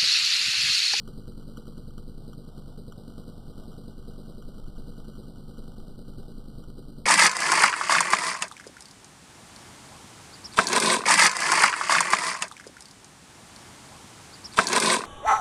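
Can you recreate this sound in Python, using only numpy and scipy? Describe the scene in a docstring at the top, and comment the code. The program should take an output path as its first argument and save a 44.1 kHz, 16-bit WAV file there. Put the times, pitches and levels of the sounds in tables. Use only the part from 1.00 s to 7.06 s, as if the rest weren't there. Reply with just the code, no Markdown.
"""Ten rattling thuds a second over a low hum: a heavy mains transformer buzzing in tenfold slow motion.
Each magnetic cycle flexes its iron core and slaps loose steel together, so the case rings and chatters.
It drives a short circuit through glowing metal, which sizzles and throws off sparks as soft ticks.
Wind is a deep flutter on the microphone, with a soft outdoor rush behind the bench.
Holding each sample for ten steps lays a gritty mirror image of it all in the treble."""
import sys
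import numpy as np
from scipy.fft import rfft, irfft, next_fast_len
from scipy.io import wavfile
from scipy.ndimage import map_coordinates

SR = 44100
rng = np.random.default_rng(int(sys.argv[2]) if len(sys.argv) > 2 else 0)


def transcribe(signal):
    """Save signal, clipped to [-1, 1], as a 16-bit WAV file at the path in sys.argv[1]."""
    frames = np.atleast_2d(signal).T
    limited = np.clip(frames, -1, 1)
    pcm = np.round(limited * 32767).astype(np.int16)
    wavfile.write(sys.argv[1], SR, pcm)


N = 267069

BUZZ_HZ = 9.99207  # magnetic cycles a second, two per mains period
# how hard the hot contact sizzles: t/s, level/dB
SIZZLE_RIDE = [(0.0, -69.5), (0.66, -66), (0.93, -73), (1.18, -70.5), (2.41, -68.5), (3.94, -67),
               (4.19, -65.5), (4.77, -68.5), (6.05, -71)]
# colour of everything the hot contact spits out: f/Hz, gain/dB
SPIT_EQ = [(300, -26), (800, -2.5), (1000, -5), (1100, -3.5), (1200, 3), (1300, 1.5), (1420, 2),
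           (1520, 3.5), (1700, -11.5)]


def amp(db):
    """Decibels to gain."""
    return 10 ** (np.asarray(db) / 20)


def unit(x):
    """x at rms 1."""
    return x / np.sqrt(np.mean(x ** 2) + 1e-20)


def curve(rows):
    """(time, value) breakpoints to one value per sample."""
    return np.interp(np.arange(N) / SR, *np.transpose(rows))


def swell(start, attack, hold, release):
    """An envelope that rises to 1, holds and falls back to 0."""
    return np.interp(np.arange(N) / SR, start + np.cumsum([0, attack, hold, release]), [0, 1, 1, 0])


def wobble(rate):
    """A smooth random drift, rate knots a second."""
    return map_coordinates(rng.standard_normal(int(N * rate / SR) + 4), [np.arange(N) * rate / SR])


def cycle(crest_s):
    """Phase of the magnetic cycle, zero at crest_s."""
    return 2 * np.pi * BUZZ_HZ * (np.arange(N) / SR - crest_s)


def filtered(x, response):
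    """x through a complex frequency response."""
    size = next_fast_len(len(x) + SR)
    return irfft(rfft(x, size) * response(np.fft.rfftfreq(size, 1 / SR)), size)[:len(x)]


def coloured(x, eq):
    """x through an EQ curve of (f/Hz, gain/dB) points on a log axis."""
    hz, db = np.transpose(eq)
    return filtered(x, lambda f: amp(np.interp(np.log(f + 1), np.log(hz + 1), db)))


def noise(eq):
    """Coloured noise of rms 1."""
    return unit(coloured(rng.standard_normal(N), eq))


def ticks(times, peaks, ring_hz, rise_s):
    """Tiny pings that swell for rise_s and die quickly."""
    t = np.arange(SR // 50) / SR
    envelope = t / rise_s * np.exp(1 - t / rise_s)
    pings = peaks[:, None] * envelope * np.sin(2 * np.pi * ring_hz[:, None] * t)
    where = np.round(np.abs(times) * SR).astype(int)[:, None] + np.arange(len(t))
    return np.bincount(where.ravel(), pings.ravel(), N)[:N]


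def core_hum(crest_s=0.0759, waver_db=2.0):
    """The iron flexes twice per mains period; its low harmonics all crest together."""
    # partials of the core's smooth hum: multiple of the buzz rate, level/dB
    partials = [(2, -42), (3, -54), (6, -66), (7, -56)]
    phase = cycle(crest_s)
    tone = np.sqrt(2) * sum(amp(db) * np.cos(order * phase) for order, db in partials)
    return amp(waver_db * wobble(6.1)) * tone


def steel_slaps(waver_db=1.48, low_cut_hz=85):
    """Each cycle knocks loose steel together, and the case rings on from one cycle to the next."""
    # hits within every cycle: t/s, level/dB, contact brightness f/Hz
    hits = [(0.0362, 3.0, 215.0), (0.0789, 2.8, 324.0), (0.0873, -6.8, 439.0), (0.0902, -11.2, 601.0),
            (0.1027, -4.5, 303.0)]
    # modes of the core and its steel case: f/Hz, width/Hz, gain/dB
    modes = [(118.4, 9.2, 0.5), (150.6, 5.2, 10), (167.9, 12.8, 7.5), (222.87, 5.96, 16.5), (238, 27, -1.5),
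             (282, 18, 8), (309.3, 6.0, 16), (369, 4.3, 5.5), (399.3, 30.0, 6.5), (436.6, 5.4, 13),
             (487.8, 6.16, 30.5), (550, 11, 8.5), (591, 5.2, 7), (795, 67, 6)]
    starts = np.arange(-5, int(N / SR * BUZZ_HZ) + 1) / BUZZ_HZ  # already buzzing at the start
    force = np.zeros(N + 2 * SR)  # a second spare at each end
    for offset_s, db, bright_hz in hits:
        where = np.round((starts + offset_s + 1) * SR).astype(int)
        blows = amp(db) * np.bincount(where, minlength=len(force))
        force -= filtered(blows, lambda f: 1 / (1 + (f / bright_hz) ** 6))  # softer contact, less treble

    def case(f):
        """The modes ring together; a small case radiates little bass."""
        ring = sum(amp(db) * 1j * f * width / (hz * hz - f * f + 1j * f * width)
                   for hz, width, db in modes)
        return ring * (1 - 1 / (1 + (f / low_cut_hz) ** 8))

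    return amp(waver_db * wobble(12)) * filtered(force, case)[SR:SR + N]


def case_rattle(rumble_db=-49.5, pulse_db=1.36, chatter_db=-58.5, gate_db=7, loosen_db_per_s=0.95):
    """The case rumbles; its plates chatter in uneven bursts, one a cycle, looser as the load goes on."""
    # colour of the case's rumble: f/Hz, gain/dB
    rumble_eq = [(20, -25), (45, -2.5), (90, -1), (130, 2.5), (170, -1.5), (250, -2), (350, -11),
                 (480, -13.5), (650, -25.5), (850, -25.5), (1500, -44)]
    # colour of the chattering plates: f/Hz, gain/dB
    plate_eq = [(150, -24), (260, -1.5), (380, -0.5), (480, 0.5), (600, -7.5), (700, -20.5), (1000, -33.5)]
    rumble = amp(rumble_db + pulse_db * np.cos(cycle(crest_s=0.089))) * noise(rumble_eq)
    burst_db = gate_db * (np.cos(cycle(crest_s=0.092)) - 1)
    looseness_db = loosen_db_per_s * np.arange(N) / SR + 1.5 * wobble(6)
    return rumble + amp(chatter_db + looseness_db + burst_db) * noise(plate_eq)


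def contact_sizzle(hiss_db=4.0, grain_db=1.5, spread_db=3.5, centre_hz=1300, pulse_db=1, count=1800):
    """The glowing metal spits a dense stream of ticks, pulsing with the current, over a soft hiss."""
    times = rng.uniform(0, (N - 1) / SR, count)
    sizes = amp(spread_db * np.minimum(rng.exponential(size=count), 4))
    ring_hz = centre_hz * np.exp(0.26 * rng.standard_normal(count))
    grains = unit(coloured(ticks(times, sizes, ring_hz, rise_s=0.00039), SPIT_EQ))
    current = np.cos(2 * cycle(crest_s=0.074))
    flicker_db = 0.7 * wobble(5)
    crackle = amp(grain_db + pulse_db * current) * grains
    hiss = amp(hiss_db) * noise(SPIT_EQ)
    return amp(curve(SIZZLE_RIDE) + flicker_db) * (crackle + hiss)


def wind(calm_db=-54, attack_s=0.096, release_s=0.32, rush_trim_db=4, flutter_db=2.0):
    """A light breeze with two gusts buffets the microphone, while a soft rush swells behind."""
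    # gusts: start t/s, hold/s, level/dB
    gusts = [(3.35, 0.38, -41.5), (4.5, .5, -47)]
    # colour of the wind on the microphone: f/Hz, gain/dB
    buffet_eq = [(3, -29.5), (10, -1.5), (16, -8), (26, -8.5), (40, -17.5), (70, -33), (200, -59),
                 (600, -120)]
    # rise and fall of the outdoor rush: t/s, level/dB
    rush_ride = [(0.0, -70), (0.84, -70), (1.89, -63), (3.18, -63), (4.48, -67), (4.89, -64.5), (6.05, -68)]
    # colour of that rush: f/Hz, gain/dB
    rush_eq = [(300, -40.5), (500, -5), (640, -2.5), (820, -5.5), (930, -12), (1100, -11.5), (1550, -19.5)]
    gusting = sum(amp(db) * swell(start, attack_s, hold, release_s) for start, hold, db in gusts)
    buffet = (amp(calm_db) + gusting) * noise(buffet_eq)
    rush = amp(curve(rush_ride) + rush_trim_db + flutter_db * wobble(12)) * noise(rush_eq)
    return buffet + rush


def sparks(trim_db=4.5, small_db=14.5, spread_db=2.5, centre_hz=1258, small_count=10):
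    """Droplets burst off the contact, all near one pitch; bench and case throw back weak echoes."""
    # the loudest sparks: t/s, level/dB
    big_sparks = [(0.0765, -44), (0.5724, -41.5), (0.6704, -50.5), (0.9807, -45.5), (1.3323, -45.5),
                  (1.923, -43), (2.1806, -49), (3.4238, -48.5), (3.7655, -52), (4.0013, -52.5),
                  (4.153, -51), (4.5715, -50), (4.6782, -51.5), (4.802, -51.5)]
    small_s = rng.uniform(0, (N - 1) / SR, small_count)
    sizzle_db = np.interp(small_s, *np.transpose(SIZZLE_RIDE))  # small sparks follow the sizzle's level
    sizes_db = sizzle_db + small_db + spread_db * rng.standard_normal(small_count)
    times, levels_db = np.hstack([np.transpose(big_sparks), [small_s, sizes_db]])
    ring_hz = centre_hz * np.exp(0.018 * rng.standard_normal(len(times)))
    direct = coloured(ticks(times, amp(levels_db + trim_db), ring_hz, rise_s=0.00055), SPIT_EQ)
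    echo = lambda f, delay_s, db: amp(db) * np.exp(-2j * np.pi * f * delay_s)
    return filtered(direct, lambda f: 1 + echo(f, delay_s=0.00417, db=-10) + echo(f, 0.011, -14))


def scene():
    """Transformer, hot contact and breeze, mixed in mono."""
    return (core_hum() + steel_slaps() + case_rattle() + contact_sizzle() + sparks() + wind())[None]


def record(dry, hold=10, band_hz=1540, top_hz=14850, dull_hz=16000):
    """Slow-motion texture: a low band limit, grit from sample-and-hold, and a dulled top end."""
    muffled = filtered(dry[0], lambda f: np.clip((band_hz - f) / 60 + 0.5, 0, 1))
    stepped = np.repeat(muffled[::hold], hold)[:N]  # mirrors the sound around multiples of 4410 Hz
    return filtered(stepped, lambda f: (f < top_hz) / (1 + (f / dull_hz) ** 8))[None]


dry = scene()
out = record(dry)
transcribe(out)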